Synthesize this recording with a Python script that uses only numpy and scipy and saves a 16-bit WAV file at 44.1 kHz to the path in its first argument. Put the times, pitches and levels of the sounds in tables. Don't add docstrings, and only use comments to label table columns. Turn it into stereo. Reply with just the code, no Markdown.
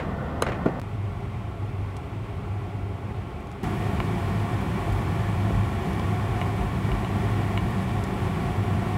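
import sys
import numpy as np
from scipy import signal
from scipy.fft import rfft, irfft, next_fast_len
from scipy.io import wavfile
from scipy.ndimage import uniform_filter1d

SR = 44100
rng = np.random.default_rng(int(sys.argv[2]) if len(sys.argv) > 2 else 0)


def attenuation_scalar(level_db):
    decades = np.asarray(level_db, float) / 20
    return 10 ** decades


def store_wav(level_fs):
    pcm = np.round(np.clip(np.atleast_2d(level_fs), -1, 1) * 32767)
    wavfile.write(sys.argv[1], SR, pcm.T.astype(np.int16))


N = 395882

TIME = np.arange(N) / SR
SIZE = next_fast_len(N)
FREQ = np.arange(SIZE // 2 + 1) * SR / SIZE + 1e-3

# [start t/s, air level/dB, mains tone level/dB, left port lag/samples]
STANDS = [(0, -29, -51, 1.7), (0.7986, -33, -46, 10), (3.633, -26.5, -44, 6.5)]
# [f/Hz, density/dB per Hz at stand 1, at stand 2, at stand 3]
AIR_COLOUR = [(30, -13, -31, -29), (42, -2, -9, -11), (60, -7.5, -9, -5.5), (91, 0.5, -4, -1),
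              (207, -3.5, -13.5, -3), (264, -13.5, -16, -10.5), (408, -12.5, -16, -15),
              (738, -14.5, -19.5, -13.5), (1235, -15, -25.5, -18.5), (2400, -30, -28.5, -23.5),
              (3340, -39, -39, -32.5), (4980, -46, -46, -39), (10500, -58, -57.5, -47),
              (15700, -57, -58, -50)]
# [f/Hz, width/Hz, level/dB at stand 1, at stand 2, at stand 3]
DUCT_RESONANCES = [(73.2, 5.5, 8.5, 8, 5.5), (83.7, 6, -7, 1.5, -3), (104, 9.7, -3.5, 2.5, -2),
                   (123.4, 10.8, 1, 7, 4.5), (150, 5.2, -1, -1, -9.5), (162, 7.4, -3, 5.5, 7),
                   (168.7, 6.8, 0, -2, -5), (189, 9.4, -2.5, 8.5, 5.5), (211, 8.3, -4, 6.5, 0.5),
                   (234.6, 13.3, -2, -9.5, -5.5), (259.6, 20.5, 7.5, 5, 2), (367.5, 61, 1.5, 2.5, 7.5),
                   (404, 5.7, -6, 10.5, 8), (502, 108, 3.5, -5.5, -4), (623, 41, -2, -5.5, -9),
                   (682.4, 27, 6, 5.5, 5.5), (725, 13.6, 2.5, 8, 9), (773, 10.6, 7, -5, -5),
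                   (830, 41, -1.5, 5.5, 3), (952, 120, -1.5, -1.5, -2), (1105, 127, 1, 6.5, 5),
                   (1273, 45, -8, -2, -9), (1356, 59, 2.5, 5.5, 3), (1495, 7.4, 7, 6.5, 6.5),
                   (1637, 91, -13, -3, -2.5), (1734, 5.2, -7, -6, 11.5), (1837, 89, 6.5, 0, 4),
                   (1967, 6.3, 7, 4, 10), (2286, 86, -8, 0.5, 5.5), (3330, 570, 5.5, 4, 4),
                   (6380, 180, -4, -3, -3.5), (8000, 2200, 2, 2.5, 2), (9100, 2500, 2.5, 2.5, 1.5),
                   (11080, 860, 6, 5.5, 4.5)]
# [t/s, level/dB]
HUM_LEVEL = [(.8, -39), (.93, -30), (1.5, -37), (1.71, -28), (1.87, -35), (2.4, -38), (3.1, -30),
             (3.62, -44), (3.64, -34), (4.45, -27.5), (4.8, -32.5), (5.56, -26), (5.78, -32.5),
             (6.1, -26.5), (6.75, -31.5), (7.2, -28), (8.5, -35), (8.6, -22), (8.98, -34)]
# (from t/s, to t/s, level/dB)
FAN_DIP = (.7984, .8163, -6)
# [f/Hz, likeness/-1 to 1 at stand 1, likeness later]
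PORT_LIKENESS = [(100, .98, 0.97), (200, 0.88, 0.98), (400, 0.68, 0.84), (604, 0.76, 0.67),
                 (850, 0.53, 0.65), (1190, 0.12, 0.34), (1510, .38, -0.36), (2260, 0.14, -0.26),
                 (3200, -0.15, -0.19), (4500, -0.0072, -0.17), (7000, -.04, -0.11), (10500, -0.049, 0.0084),
                 (15000, .03, -.07)]
# [f/Hz, left minus right level/dB]
PORT_BALANCE = [(60, -2), (110, -2), (200, -3.5), (380, -1.5), (700, -2), (1290, 1), (2380, 3.5), (4400, 2),
                (8120, -2.5), (15000, -1.5)]
# [t/s, level/dB, fade/dB per s]
SCRAPE_CONTACTS = [(0, -31.5, 250), (.43, -29, 430), (.466, -23, 1200), (.476, -27, 900), (.486, -28, 600),
                   (.52, -30.5, 700), (0.544, -35, 500), (.66, -32, 350)]
# [f/Hz, density/dB per Hz]
SCRAPE_COLOUR = [(150, -30), (300, -1), (600, -5), (1300, -5.5), (2200, -9), (3300, -19.5), (4700, -29),
                 (5800, -33), (7300, -36), (15000, -53)]
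# [t/s, peak level before the tail/dB, contact/ms, favoured f of the struck spot/Hz]
JAR_CLINKS = [(.4216, -18, 0.023, 9000), (.4224, -7.5, 0.046, 1000), (.4243, -7.5, 0.079, 700)]
WORKTOP_THUDS = [(.6572, -14, .9, 150), (.6582, -7.5, 0.28, 350), (.6625, -12.5, 0.34, 700),
                 (.6755, -20, .5, 350), (.690, -22, .4, 450)]
POT_KNOCKS = [(4.002, -13.5, 0.11, 2000), (4.88, -18.5, 1.4, 350), (5.506, -18, 1.8, 250),
              (5.997, -20.5, 0.26, 900), (6.4143, -15.5, 0.076, 2100), (6.89, -22, 0.31, 900),
              (6.9175, -21, 0.085, 2950), (7.047, -24, 0.064, 2900), (7.5755, -15.5, 0.048, 2400)]
# [f/Hz, level/dB, t60/s]
JAR_MODES = [(504, 1.5, 0.0075), (1230, -2.5, 0.015), (1550, -8.5, 0.0097), (2250, -18, .015),
             (2900, -7.5, 0.019), (3320, -12, 0.014), (4050, -6, 0.017), (5130, -14, 0.014),
             (6480, -4, 0.015), (7100, -7, 0.016), (7840, -7, 0.015), (8670, -8, .015), (9600, 0, .015),
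             (11240, -9, 0.014), (13000, -9, .015), (14400, -7, .015)]
WORKTOP_MODES = [(70, -18, 0.087), (129, 6, 0.028), (192, 3, 0.042), (310, 9.5, 0.035), (410, 5, 0.041),
                 (490, 2.5, 0.037), (650, 4, 0.049), (880, -2, 0.044), (1100, -1, 0.042), (1430, -1, 0.038),
                 (2000, -16, .025), (2444, -18, .03)]
POT_MODES = [(191, -14, 0.093), (360, 0, 0.032), (682, 4.5, 0.031), (1035, -0.5, 0.069), (1400, -3, 0.016),
             (1767, -8.5, 0.026), (2210, 0, 0.017), (2900, -1.5, 0.018), (3900, -6, 0.012),
             (5532, -20, 0.0094), (7500, -7, .008)]
# [t/s, peak level/dB, f that sets the band/Hz, decay constant/ms]
TICKS = [(1.9663, -32, 7500, 3.8), (3.404, -50, 11980, 5.8), (3.4708, -43, 7400, 3.6),
         (3.516, -37, 6460, 1.28), (3.5238, -39, 7610, 2.7), (4.922, -37, 10500, 13),
         (5.932, -37, 11000, 5), (5.996, -26, 4500, 2.5), (7.705, -38, 13000, 8), (8.038, -28, 8000, 5)]
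# [t/s, drive level/dB]
HOB_STROKES = [(3.969, -23), (4.224, -32), (4.596, -33), (4.888, -19), (5.201, -28), (5.517, -16.5),
               (5.876, -25), (6.269, -26), (6.589, -21), (6.895, -18.5), (7.249, -26), (7.612, -27),
               (8.44, -31)]
# [t/s, step/full scale]
WAVE_STEPS = [(0.7983, -0.05), (.8028, -0.022), (0.8163, -0.042), (3.6312, -0.03), (3.634, -0.063),
              (3.6421, 0.081)]


def table(points, axis=1):
    columns = np.transpose(points)
    return np.interp(np.log(FREQ), np.log(columns[0]), columns[axis])


def coloured(db):
    noise = irfft(rfft(rng.standard_normal(SIZE)) * attenuation_scalar(db), SIZE)[:N]
    return noise / np.std(noise)


def walk(rate):
    hold = int(SR / rate)
    steps = np.repeat(rng.standard_normal(N // hold + 1), hold)
    return 0.48 * uniform_filter1d(steps, hold)[:N]


def ports(direct, diffuse, lag, axis=2):
    like = np.clip(table(PORT_LIKENESS, axis=axis), -1, 1)
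    tilt = attenuation_scalar(table(PORT_BALANCE) / 2)
    direct, diffuse = rfft(direct, SIZE), rfft(diffuse, SIZE)
    near = rng.standard_normal(1024) * np.exp(-TIME[:1024] / 0.01)
    near = rfft(near / np.sqrt(np.sum(near ** 2)), SIZE)
    near_share = 0.24
    difference = np.sqrt(near_share) * direct * near + np.sqrt(1 - near_share) * diffuse
    shared = np.sqrt((1 + like) / 2) * direct
    own = np.sqrt((1 - like) / 2) * difference
    delay = lag / SR / (1 + (FREQ / 700) ** 2)
    left = (shared + own) * np.exp(-2j * np.pi * FREQ * delay)
    return irfft(np.array([left * tilt, (shared - own) / tilt]), SIZE)[:, :N]


def add(out, s, sound):
    i = int(s * SR)
    out[..., i:i + sound.shape[-1]] += sound[..., :N - i]


def blows(events, modes, crack_db, tail_db, tail_s, spot_db_per_octave):
    out, t = np.zeros((2, N)), np.arange(SR // 4) / SR
    hz, db, t60 = np.transpose(modes)[:, :, None]
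    sign = -(-1) ** np.arange(len(modes))[:, None]
    build_up = 1 - np.exp(-t * hz * 9.3)
    rings = sign * build_up * attenuation_scalar(db - 60 * t / t60) * np.sin(2 * np.pi * hz * t)
    for s, peak_db, contact_ms, spot_hz in events:
        octaves_away = np.abs(np.log2(hz / spot_hz))
        ring = np.sum(rings * attenuation_scalar(-spot_db_per_octave * octaves_away), axis=0)
        crack = attenuation_scalar(crack_db) * rng.standard_normal(len(t)) * np.exp(-t / 0.0023)
        push = np.exp(-t[:400] / (max(contact_ms, 0.01) / 1000))
        hit = signal.fftconvolve(ring + crack, push)[:len(t)]
        hit = hit * attenuation_scalar(peak_db) / np.max(np.abs(hit))
        walls = rng.standard_normal((2, len(t))) * attenuation_scalar(-60 * t / tail_s) * (t > 0.005)
        walls = signal.lfilter([1], [1, -0.5], walls)
        walls = walls / np.sqrt(np.sum(walls[0] ** 2))
        tail = signal.fftconvolve(hit[None], walls)[:, :len(t)]
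        add(out, s, hit + attenuation_scalar(tail_db) * tail)
    return out


def jumps():
    out, t = np.zeros(N), np.arange(SR // 50) / SR
    for s, step in WAVE_STEPS:
        add(out, s, step * np.exp(-t / 0.0021))
    return out


def ticks():
    out, t = np.zeros((2, N)), np.arange(SR // 20) / SR
    for s, peak_db, hz, decay_ms in TICKS:
        edges = [hz * 0.3, min(hz * 1.12, 16000)]
        band = signal.butter(2, edges, "band", fs=SR, output="sos")
        noise = rng.standard_normal((2, len(t))) * np.exp(-1000 * t / decay_ms)
        burst = signal.sosfilt(band, noise)
        add(out, s, attenuation_scalar(peak_db) * burst / np.max(np.abs(burst)))
    return out


def scrape():
    rise_s = 0.0023
    level = np.zeros(N)
    for s, db, fade in SCRAPE_CONTACTS:
        since = TIME - s
        level += attenuation_scalar(db - fade * np.maximum(since, 0)) * np.clip(1 + since / rise_s, 0, 1)
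    grain = level * attenuation_scalar(4 * walk(700) + 5 * walk(250))
    colour = table(SCRAPE_COLOUR)
    return ports(grain * coloured(colour), grain * coloured(colour), 0, axis=1)


def jar_clinks():
    return blows(JAR_CLINKS, JAR_MODES, crack_db=-22, tail_db=-16, tail_s=0.12, spot_db_per_octave=4.4)


def worktop_thuds():
    return blows(WORKTOP_THUDS, WORKTOP_MODES, crack_db=-12.5, tail_db=-15, tail_s=0.089, spot_db_per_octave=4)


def pot_knocks():
    return blows(POT_KNOCKS, POT_MODES, crack_db=-13, tail_db=-11, tail_s=0.13, spot_db_per_octave=5.7)


def thumps():
    out, t = np.zeros(N), np.arange(SR // 3) / SR
    hob_hz = 48.7
    swell = t / 0.033 * np.exp(1 - t / 0.023)
    sagging_time = t + 0.0067 * (1 - np.exp(-t / 0.015))
    for s, db in HOB_STROKES:
        add(out, s, attenuation_scalar(db) * swell * np.sin(2 * np.pi * hob_hz * sagging_time))
    return ports(out, 0 * out, 6.5)


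def hum():
    centre_hz, width_hz = 101.1, 11.3
    depth = 0.68
    band = -20 * np.log10(1 + (2 * (FREQ - centre_hz) / width_hz) ** 2)
    z = signal.hilbert(coloured(band), SIZE)[:N]
    tone = np.real(z) * (np.abs(z) + 1e-3) ** (depth - 1)
    s, db = np.transpose(HUM_LEVEL)
    level = attenuation_scalar(np.interp(TIME, s, db, left=-90))
    return level * tone / np.std(tone)


def fan():
    out, deep = np.zeros((2, N)), hum()
    ends = [row[0] for row in STANDS[1:]] + [N / SR]
    for k, (start, air_db, mains_db, lag) in enumerate(STANDS):
        colour = table(AIR_COLOUR, axis=k + 1)
        for row in DUCT_RESONANCES:
            colour = colour + row[2 + k] / (1 + (2 * (FREQ - row[0]) / row[1]) ** 2)
        gust = attenuation_scalar(air_db + 0.5 * walk(6) + 0.76 * walk(25))
        mains = np.sqrt(2) * attenuation_scalar(mains_db) * np.sin(2 * np.pi * 49.8 * TIME)
        direct = gust * coloured(colour) + deep + mains
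        heard = ports(direct, gust * coloured(colour), lag, axis=min(k + 1, 2))
        out += heard * ((TIME >= start) & (TIME < ends[k]))
    dip_start, dip_end, dip_db = FAN_DIP
    return out * attenuation_scalar(dip_db * ((TIME >= dip_start) & (TIME < dip_end)))


def scene():
    handling = scrape() + jar_clinks() + worktop_thuds()
    beating = pot_knocks() + thumps()
    return fan() + handling + beating + ticks() + jumps()


def low_pass(x):
    return signal.sosfilt(signal.butter(12, 16540, fs=SR, output="sos"), x)


def record(dry):
    bass_cut = signal.butter(6, 38, "high", fs=SR, output="sos")
    top_cut = signal.ellip(10, 0.3, 70, 15780, fs=SR, output="sos")
    mix = signal.sosfilt(np.vstack([bass_cut, top_cut]), dry)
    return low_pass(mix)


dry = scene()
out = record(dry)
store_wav(out)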